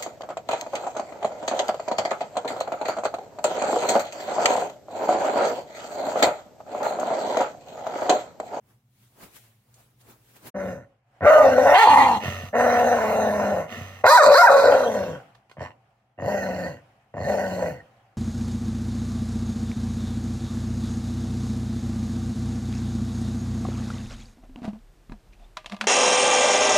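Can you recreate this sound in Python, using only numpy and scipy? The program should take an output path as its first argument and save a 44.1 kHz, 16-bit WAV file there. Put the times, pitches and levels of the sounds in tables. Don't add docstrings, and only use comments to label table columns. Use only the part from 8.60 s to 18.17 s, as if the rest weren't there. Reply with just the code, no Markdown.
import sys
import numpy as np
from scipy import signal
from scipy.fft import rfft, irfft, next_fast_len
from scipy.io import wavfile
from scipy.ndimage import uniform_filter1d, minimum_filter1d, map_coordinates

SR = 44100
rng = np.random.default_rng(int(sys.argv[2]) if len(sys.argv) > 2 else 0)


def dump(signal):
    limited = np.clip(np.atleast_2d(signal).T, -1, 1)
    pcm = np.round(limited * 32767).astype(np.int16)
    wavfile.write(sys.argv[1], SR, pcm)


def voltage_ratio(level):
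    return 10 ** (np.asarray(level, float) / 20)


N = 422037
SHOT_END_S, NEXT_SHOT_S = 1.905, 1.942
OPEN, SHUT, WIDE, CLOSING, ROUND, GAPING, LOOSE = range(7)

# [f/Hz, width/Hz, level/dB]
OPEN_HISS = [(4070, 240, 10), (4235, 320, -5.5), (6270, 340, 10), (7250, 870, 1), (8460, 3700, -0.5),
             (12200, 2600, -3), (14060, 3100, -15.5)]


def evened(x):
    return x / np.sqrt(np.mean(x ** 2) + 1e-20)


def read(points, hz):
    f, value = np.transpose(points)
    return np.interp(np.log(hz + 1), np.log(f + 1), value)


def unroll(rows):
    s, *columns = np.transpose(rows)
    t = np.arange(s[0], s[-1], 1 / SR)
    return t, [np.interp(t, s, c) for c in columns]


def add(mix, s, sound):
    part = mix[round(s * SR):][:len(sound)]
    part += sound[:len(part)]


def steady(x, size=3500):
    return x / np.sqrt(abs(uniform_filter1d(x ** 2, size=size)) + 1e-20)


def drifting(shape, size):
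    once = uniform_filter1d(rng.standard_normal(shape), size=size)
    return evened(uniform_filter1d(once, size=size))


def resonate(x, hz, width):
    turn = np.exp(2j * np.pi * np.cumsum(hz * np.ones(len(x))) / SR)
    r = np.exp(-np.pi * width / SR)
    return 2 * (turn * signal.lfilter([1 - r], [1, -r], x / turn + 1e-18)).real


def cavities(x, modes):
    size = next_fast_len(len(x) + 4096)
    hz = np.fft.rfftfreq(size, 1 / SR)
    gain = sum(voltage_ratio(db) / (1 + 1j * (hz - f) / w) ** 2 for f, w, db in modes)
    return irfft(rfft(x, size) * gain, size)[:len(x)]


def band(x, lo_hz, hi_hz):
    return signal.sosfilt(signal.butter(4, [lo_hz, hi_hz], "band", fs=SR, output="sos"), x)


def coloured(points, lo_hz, hi_hz, same, patchy_db):
    frames, hz = N // 128 + 5, np.fft.rfftfreq(512, 1 / SR)
    a, b, c, d, patches = rng.standard_normal((frames, 257, 5)).T
    patches = evened(uniform_filter1d(uniform_filter1d(patches, size=8, axis=0), size=12, axis=1))
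    like = (same / (1 + (hz / 900) ** 2))[:, None]
    left = a + 1j * b
    z = np.array([left, like * left + np.sqrt(1 - like ** 2) * (c + 1j * d)])
    z *= voltage_ratio(read(points, hz)[:, None] + patchy_db * patches)
    power = abs(z) ** 2
    share = np.sqrt(power[:, (hz > lo_hz) & (hz < hi_hz)].sum() / power.sum())
    return evened(signal.istft(z, nperseg=512, noverlap=384)[1][:, :N]) / share


def air():
    # [t/s, level/dB]
    filter_open = [(0, -14), (1.9, -17.5), (2.3, 0), (2.42, -9), (2.55, 5.5), (6.6, 16), (6.85, 0.5),
                   (7.3, 1), (7.55, -6), (8.25, 9), (8.5, 1), (9.25, 10), (9.57, 2)]
    # [f/Hz, level/dB per Hz]
    hush_colour = [(30, -25), (250, -14), (600, -13.5), (760, -4), (900, -10.5), (3100, -19.5), (3500, -27),
                   (16000, -41.5)]
    t = np.arange(N) / SR
    open_db = np.interp(t, *np.transpose(filter_open))
    hum_db = -67 + 0.53 * open_db + 12 * (t < SHOT_END_S)
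    hush_db = -69.5 + open_db
    hum = evened(cavities(rng.standard_normal(N), [(118, 15, 0), (70, 30, -12), (190, 40, -14)]))
    vent = evened(cavities(rng.standard_normal(N), [(765, 15, -1.0), (680, 40, -5), (590, 54, -8.5)]))
    vent *= t > SHOT_END_S
    hush = coloured(hush_colour, 300, 3000, same=.9, patchy_db=1.5)
    return voltage_ratio(hum_db) * hum + voltage_ratio(hush_db) * (hush + voltage_ratio(-3) * vent)


def paws():
    # [t/s, length/s, scuff level/dB, rustle level/dB, left minus right/dB]
    strokes = [(0.106, 0.14, -64, -63.5, 0), (0.433, 0.2, -73, -60.5, 1), (0.635, 0.085, -46, -45, 0.5),
               (0.766, 0.052, -62, -46, 3), (0.85, 0.2, -66.5, -57.5, 0), (1.204, 0.23, -63, -58.5, 0),
               (1.414, 0.031, -77, -58, 0), (1.504, 0.089, -51, -51, 0.5), (1.704, 0.24, -65.5, -58.5, 1),
               (1.766, 0.037, -58, -53, 0), (1.874, 0.064, -43.5, -41, 0.5)]
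    # [f/Hz, level/dB per Hz]
    cloth_colour = [(40, -19), (70, -7), (360, -4), (700, -7.5), (1300, -11), (5000, -20.5), (16000, -17)]
    t = np.arange(0, SHOT_END_S, 1 / SR)
    s, length, scuff_db, fine_db, pan_db = np.transpose(strokes)[:, :, None]
    side = np.array([.5, -.5])[:, None, None]
    stroke_db = -22 * abs(t - s) / length + side * pan_db
    cloth = coloured(cloth_colour, 250, 3000, same=.8, patchy_db=1.5)[:, :len(t)]
    dull = signal.sosfilt(signal.butter(2, 3000, fs=SR, output="sos"), cloth)
    rustle = evened(cloth - dull)
    out = voltage_ratio(scuff_db + stroke_db).sum(axis=1) * dull + voltage_ratio(fine_db + stroke_db).sum(axis=1) * rustle
    return np.pad(out, ((0, 0), (0, N - len(t))))


def tick(s, peak_db, hz):
    t = np.arange(1400) / SR
    snap = evened(cavities(rng.standard_normal(len(t)), [(hz, 2500, 0)]))
    envelope = voltage_ratio(peak_db - 60 * t / .03) * (1 - np.exp(-t / .0008))
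    return s, envelope * (.45 * np.sin(2 * np.pi * hz * t) + .45 * snap)


def groan(mouth, start, creak, hold, effort_db, hz):
    start_db, creak_db, creak_hz = -21, -8, 90
    s = start + np.cumsum([0, .6 * creak, .4 * creak, hold, min(0.14, creak + hold + 0.03)])
    level_db = effort_db + np.cumsum([start_db, creak_db - start_db, -creak_db, -7.5 * hold, -28])
    slack = hz if mouth == OPEN else creak_hz
    pitch = [slack, 1.05 * slack, hz, hz * (1 - 0.4 * hold), creak_hz]
    throat_hz = 523 if mouth == OPEN else 595
    throat_hz = throat_hz * (1 + 0.059 * np.array([1.5, -0.5, 0.46, -0.7, 1.5]))
    return np.transpose([s, level_db, pitch, throat_hz, 0 * s]), mouth


def folds(t, hz, strain, mouth):
    rough = np.array([.31, .36, .48, .35, .32, .36, .25])[mouth]
    rough_strain = [-.1, 0, .25, 0, 0, .1, 0][mouth]
    rough = np.clip(rough + rough_strain * strain, 0, 1) * np.clip(hz / 180, 0, 1)
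    waver = drifting((2, len(t)), 450)
    turns = np.cumsum(hz) / SR + .05 * waver[1]
    at = np.flatnonzero(np.diff(np.maximum.accumulate(np.floor(turns))))
    stray, size = rng.standard_normal((len(at), 2)).T
    late = .13 * rough[at] * stray * SR / hz[at]
    pulses = np.zeros(len(t))
    np.add.at(pulses, np.clip(at + late, 0, len(t) - 1).astype(int), np.exp(.7 * rough[at] * size))
    opening = signal.lfilter([1], [1, -.985], pulses)
    puffs = evened((.8 + evened(opening)) * rng.standard_normal(len(t)))
    drive = (1 - rough) * steady(pulses) + .55 * rough * puffs
    return drive, puffs, turns, waver[0]


def catches(t, effort_db):
    # [t/s, peak level/dB]
    catch_peaks = [(2.652, -7.5), (2.78, 4), (2.842, -1), (2.977, -9), (3.058, -6), (3.115, -3),
                   (3.151, -4), (3.237, -8), (3.269, -6.5), (3.311, -7), (3.355, -7.5), (3.459, -7.5),
                   (3.489, -19), (3.512, -13), (3.653, -20), (3.678, -19), (3.932, -27), (4.061, -16.5),
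                   (4.172, -12), (4.209, -16.5), (4.262, -16), (4.309, -12), (4.433, -16.5), (4.577, -16.5),
                   (4.612, -16), (4.647, -17.5), (4.914, -15.5), (4.963, -23), (5.002, -21), (5.44, -4),
                   (5.7, 2.5), (5.761, -9), (5.819, -2.5), (5.895, -2), (6.036, -1), (6.077, -3),
                   (6.122, -8), (6.144, -5.5), (6.203, -9), (6.256, -13), (6.353, -22), (6.396, -19),
                   (7.008, -21), (7.588, -25), (7.624, -19), (7.646, -21), (7.675, -20.5), (7.712, -20.5),
                   (7.743, -15), (7.884, -23.5), (8.54, -27), (8.568, -21), (8.601, -22), (8.671, -19.5),
                   (8.697, -15), (8.739, -18), (8.78, -18), (8.808, -24), (9.022, -17), (9.071, -22)]
    rise_s, fall_s, crest_db, between_db = .002, .02, 4, -3.5
    s, peak_db = np.transpose(catch_peaks)[:, :, None]
    lift_db = np.clip(peak_db - crest_db - np.interp(s, t, effort_db), 1.5, 7) - between_db
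    u = np.maximum(t[::16] - s, 0)
    swell = 1.3 * lift_db * (1 - np.exp(-u / rise_s)) * np.exp(-u / fall_s)
    return between_db + np.interp(t, t[::16], swell.max(0))


def throat_voice(t, drive, throat_hz, effort_db, strain, mouth):
    windpipe_db = [-9, -9, -9, -9, -12, -17, -9]
    ring = drive
    for width in 250, 330, 420:
        ring = resonate(ring, throat_hz, width)
    windpipe = steady(cavities(drive, [(530, 70, 0)]))
    both = band(steady(ring) + voltage_ratio(windpipe_db[mouth]) * windpipe, 400, 1300)
    ring = steady(both, size=900) * voltage_ratio(catches(t, effort_db))
    lumps = uniform_filter1d(rng.standard_normal(len(t)), size=round(.008 * SR))
    lumps = evened(uniform_filter1d(lumps, size=200))
    flutter_db = np.interp(effort_db, [-40, -10], [0, 2.2]) * np.tanh(lumps)
    return voltage_ratio(-9 * strain + flutter_db) * ring


def wander(x):
    drift_samples = 14 * drifting(len(x), 1500)
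    return map_coordinates(x, [np.arange(len(x)) + drift_samples], order=3, mode="nearest")


def patchy(x, depth_db):
    z = signal.stft(x, nperseg=256, noverlap=192)[2]
    patches = rng.standard_normal(z.shape[::-1]).T
    patches = evened(uniform_filter1d(uniform_filter1d(patches, size=2, axis=0), size=70, axis=1))
    return evened(signal.istft(z * voltage_ratio(depth_db * patches), nperseg=256, noverlap=192)[1][:len(x)])


def nose_voice(drive, puffs, effort_db, strain, mouth):
    # [f/Hz, width/Hz, level/dB]
    nose_open = [(1053, 99, -5.5), (1425, 190, -8), (1710, 270, -10), (2700, 110, -19.5)]
    nose_shut = [(960, 150, -7), (1303, 300, -16.5), (1510, 172, -8.5), (1867, 66, 0), (2704, 250, -15.5)]
    nose_wide = [(975, 120, 5.5), (1420, 110, 5), (1900, 170, -4.5), (2350, 170, -11), (3050, 400, -27.5)]
    nose_closing = [(1000, 170, 2), (1554, 230, 1), (1825, 63, -5), (2740, 50, -6), (3190, 59, -8)]
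    nose_round = [(1100, 200, -5.5), (1400, 250, -2.5), (1850, 130, -2), (2700, 120, -14)]
    nose_gaping = [(1025, 130, -1.5), (1405, 160, -4.5), (1960, 260, -1), (2320, 200, -6),
                   (2770, 250, -6.5), (3160, 300, -10.5)]
    nose_loose = [(950, 200, 3), (1800, 440, -7), (2723, 200, -11.5)]
    strain_db = [13.2, 12, 10, 12, 18, 12, 12]
    shapes = nose_open, nose_shut, nose_wide, nose_closing, nose_round, nose_gaping, nose_loose
    top_hz = {WIDE: 2800, CLOSING: 3500, GAPING: 3500}.get(mouth, 3000)
    nasal = cavities(drive + 0.66 * puffs, shapes[mouth])
    nasal = patchy(steady(band(wander(nasal), 850, top_hz)), depth_db=3.5)
    second_half = np.arange(len(drive)) > len(drive) / 2
    level_db = [-15, -11, -9.5, -13.5, -14, -15, 0][mouth] + strain_db[mouth] * strain
    return voltage_ratio(level_db + 0.33 * np.maximum(-30 - effort_db, 0) * second_half) * nasal


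def mouth_hiss(t, puffs, strain, mouth):
    # [f/Hz, width/Hz, level/dB]
    hiss_shut = [(4320, 174, -0.5), (5580, 170, -6), (6410, 460, -10.5), (6910, 650, -10.5),
                 (9000, 490, -16.5), (13080, 540, -21), (13600, 2500, -19.5)]
    hiss_wide = [(4063, 150, 5), (4690, 300, -1), (5500, 530, -4), (6340, 1000, -7), (7400, 260, -10),
                 (8900, 1000, -13.5), (12600, 1300, -15.5)]
    hiss_closing = [(3760, 180, -0.5), (4200, 170, -2.5), (5940, 330, 0.5), (7230, 360, -5.5),
                    (8554, 900, -12), (12120, 1300, -12)]
    hiss_gaping = [(4197, 290, 4.5), (4900, 440, -8.5), (6600, 400, -6), (7460, 1100, -8),
                   (8760, 300, -14.5), (11790, 790, -15.5), (14300, 1200, -15)]
    hiss_loose = [(4330, 600, -1), (5630, 600, 1), (7100, 810, -2), (11140, 3000, -16)]
    shapes = OPEN_HISS, hiss_shut, hiss_wide, hiss_closing, hiss_closing, hiss_gaping, hiss_loose
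    hiss = cavities(puffs, shapes[mouth])
    hiss = patchy(steady(band(wander(hiss), 3200 if mouth in (OPEN, ROUND) else 3800, 18000)), depth_db=4)
    level_db = [-29, -22.5, -26.5, -26, -30, -27.5, -14.5][mouth]
    level_db = level_db + [5.5, 0, 24, -0.5, -2, 17, 0][mouth] * strain
    return voltage_ratio(level_db) * hiss * (1 - np.exp(-((t - t[0]) / .04) ** 2))


def chest_voice(puffs, hz, strain):
    chest = steady(cavities(puffs, [(97, 34, -5.5), (190, 50, -11), (259.4, 68, -8.5)]))
    return voltage_ratio(-2 - 0.1178 * np.maximum(hz - 103.6, 0) - 29 * strain) * chest


def fold_tone(turns, waver, effort_db, hz, strain, mouth):
    mouth_db = [-0.5, 0, -4.5, -2, -1.5, -2.5, 3]
    tone_db = np.maximum(-3 - 0.1 * np.maximum(hz - 140, 0), -19.5)
    tone_db = np.minimum(effort_db + tone_db, -27.5) + mouth_db[mouth] - 31 * strain
    return np.sqrt(2) * voltage_ratio(tone_db - .5 + 2 * waver) * np.sin(2 * np.pi * turns)


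def call(rows, mouth):
    t, (effort_db, hz, throat_hz, strain) = unroll(rows)
    drive, puffs, turns, waver = folds(t, hz, strain, mouth)
    hoarse = throat_voice(t, drive, throat_hz, effort_db, strain, mouth)
    hoarse += nose_voice(drive, puffs, effort_db, strain, mouth)
    hoarse += mouth_hiss(t, puffs, strain, mouth) + chest_voice(puffs, hz, strain)
    tone = fold_tone(turns, waver, effort_db, hz, strain, mouth)
    return t[0], (voltage_ratio(effort_db) * hoarse + tone) * signal.windows.tukey(len(t), 500 / len(t))


def slap(s, peak_db, thump_db):
    t = np.arange(2000) / SR
    ring = sum(a * np.sin(2 * np.pi * hz * t) for a, hz in [(1, 620), (.35, 950), (.2, 1850)])
    ring *= voltage_ratio(-60 * t / .018)
    thump = voltage_ratio(thump_db - 60 * t / 0.023) * np.sin(2 * np.pi * 130 * t)
    return s, voltage_ratio(peak_db) * (ring + thump) * (1 - np.exp(-t / 0.00073))


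def yelp(rows, tilt_db, mouth):
    t, (hz, level_db) = unroll(rows)
    waver = drifting((2, len(t)), 200)
    turns = np.cumsum(hz * (1 + .025 * waver[0])) / SR
    k = np.arange(1, 14)[:, None]
    partial_db = read(mouth, k * hz) + tilt_db * (k - 1)
    note = (voltage_ratio(partial_db) * np.sin(2 * np.pi * k * turns)).sum(0)
    return t[0], np.sqrt(2) * voltage_ratio(level_db + 1.5 * waver[1]) * note * signal.windows.tukey(len(t), .15)


def snore(start, length, top_db, hz):
    # [f/Hz, width/Hz, level/dB]
    nostrils = [(1300, 450, -2), (1850, 250, 0), (2600, 300, -3)]
    t = np.arange(0, length, 1 / SR)
    flow_db = top_db + np.interp(t, [0, 0.055, length], [-14, 0, -16])
    buzz_db = np.interp(t, [0, 0.17], [-17.5, 2.5])
    turns = hz * t
    breath = (.5 + np.exp(-(turns % 1) / 0.29)) * rng.standard_normal(len(t))
    sound = evened(cavities(breath, nostrils))
    sound += voltage_ratio(-2.5) * evened(cavities(breath, [(700, 150, 1.2), (230.0, 18, 7.0)]))
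    sound += voltage_ratio(-12.5 + 12 * t) * evened(cavities(breath, OPEN_HISS))
    sound += voltage_ratio(buzz_db) * np.sqrt(2) * np.sin(2 * np.pi * turns)
    return start, voltage_ratio(flow_db) * sound * signal.windows.tukey(len(t), .1)


def hound():
    # [t/s, effort/dB, pitch f/Hz, first throat resonance f/Hz, strain (1 = full)]
    howl = [(2.606, -40, 95.1, 580, 0.2), (2.64, -20, 104.1, 610, 0.09), (2.668, -11.5, 284, 595, 0.28),
            (2.76, -9, 301.6, 618, 0.31), (2.85, -14, 273.5, 602, 0.01), (2.957, -18.5, 249.4, 556, 0),
            (3.145, -8.5, 293, 670, 0.21)]
    howl_break = [(3.138, -5.5, 316.5, 700, 0.67), (3.19, -10, 448, 880, 0.83),
                  (3.255, -15, 417.7, 850, 0.09), (3.272, -7, 311.3, 870, 0.063),
                  (3.37, -11, 262.1, 890, 0.074), (3.42, -10.5, 280.3, 870, 0),
                  (3.47, -17, 248.6, 850, 0.056), (3.575, -21, 215.3, 868, 0.084),
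                  (3.59, -30.5, 190, 830, 0.019)]
    moan = [(3.925, -31, 196.2, 604, 0.12), (3.953, -19.5, 234, 594, 0.2), (3.989, -16, 243.4, 606, 0.13),
            (4.349, -17.5, 238.6, 634, 0.17), (4.405, -18.5, 217, 627, 0.28),
            (4.535, -18.5, 216.8, 645, 0.18), (4.909, -21.5, 203.2, 610, 0.091),
            (5.013, -25.5, 170.9, 594, 0.25), (5.1, -53, 136.3, 680, 0.24)]
    bay = [(5.435, -8.5, 195.8, 647, 0.2), (5.493, -8.5, 265.2, 680, 0.98), (5.542, -13, 278.4, 960, 0.8),
           (5.63, -18, 278.2, 563, 0.61), (5.691, -6, 270.3, 560, 0), (5.78, -14.5, 267.2, 700, 1.3),
           (5.87, -18.5, 270.6, 720, 0.46), (6.11, -14, 286.9, 522, 0), (6.26, -30, 239.3, 590, 0.28)]
    bay_end = [(6.11, -22, 285, 680, 0.2), (6.24, -24, 243.7, 550, 0.06), (6.33, -22.5, 214, 574.6, 0.049),
               (6.4, -25.5, 194.2, 540, 0.046), (6.51, -30.5, 161.4, 505, 0.05),
               (6.57, -41.5, 138.8, 533, 0.05), (6.61, -58, 135.6, 548.7, 0.041)]
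    # [t/s, creak/s, hold/s, effort/dB, pitch f/Hz]
    groans = [
        (1.932, 0.013, 0.17, -28.5, 196.3),
        (6.962, 0.06, 0.0059, -41, 90),
        (7.576, 0.112, 0.38, -27, 204.5),
        (8.536, 0.15, 0.39, -26, 205),
    ]
    groan_mouths = [0, 6, 1, 1]
    # [t/s, pitch f/Hz, level/dB]
    high_notes = [
        [(3.145, 334.2, -12.5), (3.16, 368, -15.5), (3.176, 397, -11.5), (3.184, 434, -12), (3.2, 459, -12),
         (3.218, 453, -11), (3.25, 429.7, -25.5)],
        [(5.462, 410, -16.5), (5.48, 512.4, -13), (5.5, 590, -8.5), (5.535, 641, -14.5)],
        [(5.505, 865, -14.5), (5.535, 937, -4.5), (5.553, 998, -7), (5.578, 900, -10)],
        [(5.572, 825, -9.5), (5.59, 700, -7), (5.612, 572, -7.5), (5.632, 539, -14.5)],
        [(5.74, 416.5, -7), (5.77, 567, -2.5), (5.795, 700, 0), (5.825, 708.6, -3)],
        [(5.815, 1000, -7.5), (5.845, 950, -4.5), (5.865, 903, -8.5)],
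        [(5.87, 793, -7), (5.885, 700, -8), (5.9, 570, -12)],
        [(5.892, 576, -7), (5.905, 556, -9.5), (5.925, 539.6, -19), (5.96, 561.8, -9.5), (5.99, 522, -18)],
        [(5.665, 590, -18.5), (5.685, 590, -9.5), (5.696, 590, -18.5), (5.704, 587.5, -6), (5.745, 560, -11.5)],
    ]
    # [t/s, pitch f/Hz, level/dB]
    locked_howl = [(2.655, 590, -18), (2.667, 603.6, -9.5), (2.745, 645.5, -8.5), (2.759, 598.4, -10),
                   (2.79, 646, -9.5), (2.823, 614, -9), (2.83, 619, -24)]
    partial_tilts = [-1, -1, -8, -3, -3, -10, -4, -14, -14, -13]
    # [f/Hz, level/dB]
    yelp_mouth = [(330, -23.5), (570, 3), (800, -3), (1000, 1), (1500, 5), (1950, -8), (2500, -16),
                  (2900, -38)]
    break_mouth = [(330, -19.5), (450, -11.5), (800, 6), (1300, -7), (1600, -4.5), (1900, -4), (2400, -7.5),
                   (3300, -22.5)]
    # [t/s, length/s, airflow level/dB, palate buzz f/Hz]
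    snores = [
        (3.591, 0.31, -32.5, 91.8),
        (5.071, 0.36, -39, 94.6),
    ]
    # [t/s, peak level/dB, thump against peak/dB]
    slaps = [(2.608, -19, -7), (2.62, -16, -2.5), (2.631, -12, -5), (2.641, -16, -3.5), (6.969, -29.5, -5),
             (7.033, -30, 0), (7.044, -32, 1.5), (8.648, -23, -17), (3.656, -18, 0.5), (3.679, -16.5, 4),
             (3.74, -34.5, -5.5), (3.802, -32, -6.5), (3.835, -28.5, 8), (5.179, -36, 8),
             (5.211, -27.5, 6.5), (5.244, -33, -4.5), (5.28, -36, -5), (5.313, -43, 8), (6.982, -30.5, 6.5),
             (7.008, -20.5, -3), (7.022, -20, -6.5), (7.587, -26.5, -20.5), (7.599, -20, -9),
             (7.623, -16.5, -2.5), (7.646, -16.5, -24), (8.541, -24, -2), (8.568, -20.5, -4.5),
             (8.58, -17, -3), (8.602, -26, 4), (8.614, -17.5, -0.5)]
    # [t/s, peak level/dB, f/Hz]
    ticks = [(1.141, -45, 6940), (3.143, -12, 2700), (6.748, -46, 950), (6.751, -45, 1706),
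             (6.896, -42.5, 1018), (6.913, -37.5, 1060), (9.309, -56.5, 205.2), (9.368, -57, 203.4)]
    dog = np.zeros(N)
    calls = [(howl, ROUND), (howl_break, GAPING), (moan, OPEN), (bay, WIDE), (bay_end, CLOSING)]
    calls += [groan(mouth, *row) for mouth, row in zip(groan_mouths, groans)]
    for rows, mouth in calls:
        add(dog, *call(rows, mouth))
    for i, (rows, tilt_db) in enumerate(zip(high_notes + [locked_howl], partial_tilts)):
        add(dog, *yelp(rows, tilt_db, break_mouth if i == 0 else yelp_mouth))
    for source, table in (snore, snores), (slap, slaps), (tick, ticks):
        for row in table:
            add(dog, *source(*row))
    return signal.sosfilt(signal.butter(6, 75, "high", fs=SR, output="sos"), dog)


def ports(x):
    # [f/Hz, left minus right/dB]
    port_levels = [(60, 2), (130, -3.5), (290, 4), (640, 1.5), (1410, -1.5), (3100, -10.5), (6820, 0.5),
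                   (15000, 4)]
    # [f/Hz, lead of the left port/rad]
    port_lead = [(0, 0), (1550, 0.77), (3010, 2.5), (3880, 8.5), (6800, 1.5), (7410, 7.5), (9650, 16.5),
                 (11200, 17), (12800, 23.5), (15800, 23.5)]
    size = next_fast_len(N + 4096)
    hz = np.fft.rfftfreq(size, 1 / SR)
    half = voltage_ratio(read(port_levels, hz) / 2) * np.exp(.5j * np.interp(hz, *np.transpose(port_lead)))
    return irfft(rfft(x, size) * np.array([half, 1 / half]), size)[:, :N]


def room(x):
    # [f/Hz, t60/s]
    decay_times = [(500, 0.38), (2000, 0.071), (8000, 0.21)]
    # [f/Hz, level/dB]
    wet_levels = [(100, -11), (300, -9), (600, -6.5), (2000, -2), (5000, 0), (12000, 1)]
    taps = np.zeros((2, SR // 2))
    at = np.arange(120, SR // 2 - 20, 20) + rng.integers(0, 20, (2, (SR // 2 - 121) // 20))
    np.put_along_axis(taps, at, rng.choice([-1., 1.], at.shape), 1)
    hz, t, z = signal.stft(taps, SR, nperseg=256)
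    like = (1 / (1 + (hz / 700) ** 2))[:, None]
    z[1] = like * z[0] + np.sqrt(1 - like ** 2) * z[1]
    fade = voltage_ratio(-60 * t / read(decay_times, hz)[:, None])
    fade *= voltage_ratio(read(wet_levels, hz))[:, None] / np.linalg.norm(fade, axis=1, keepdims=True)
    tail = signal.istft(z * fade, SR, nperseg=256)[1] * np.sqrt(20 / 128)
    return signal.fftconvolve(x[None], tail, axes=1)[:, :N]


def scene():
    dog = hound()
    return voltage_ratio(0.5) * ports(dog) + room(dog) + paws() + air()


def band_limit(x):
    return signal.sosfilt(signal.butter(12, 15830, fs=SR, output="sos"), x)


def record(dry):
    t = np.arange(N) / SR
    gap = np.clip(np.maximum(SHOT_END_S - t, t - NEXT_SHOT_S) / 0.013, 0, 1)
    x = signal.sosfilt(signal.butter(2, 50, "high", fs=SR, output="sos"), dry) * gap
    x = signal.oaconvolve(x, signal.firwin(511, 16600, window=("kaiser", 9), fs=SR)[None], "same")
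    peak_gain = np.minimum(.84 / (abs(x).max(0) + 1e-9), 1)
    mix = x * uniform_filter1d(minimum_filter1d(peak_gain, size=601), size=600)
    return band_limit(mix)


dry = scene()
out = record(dry)
dump(out)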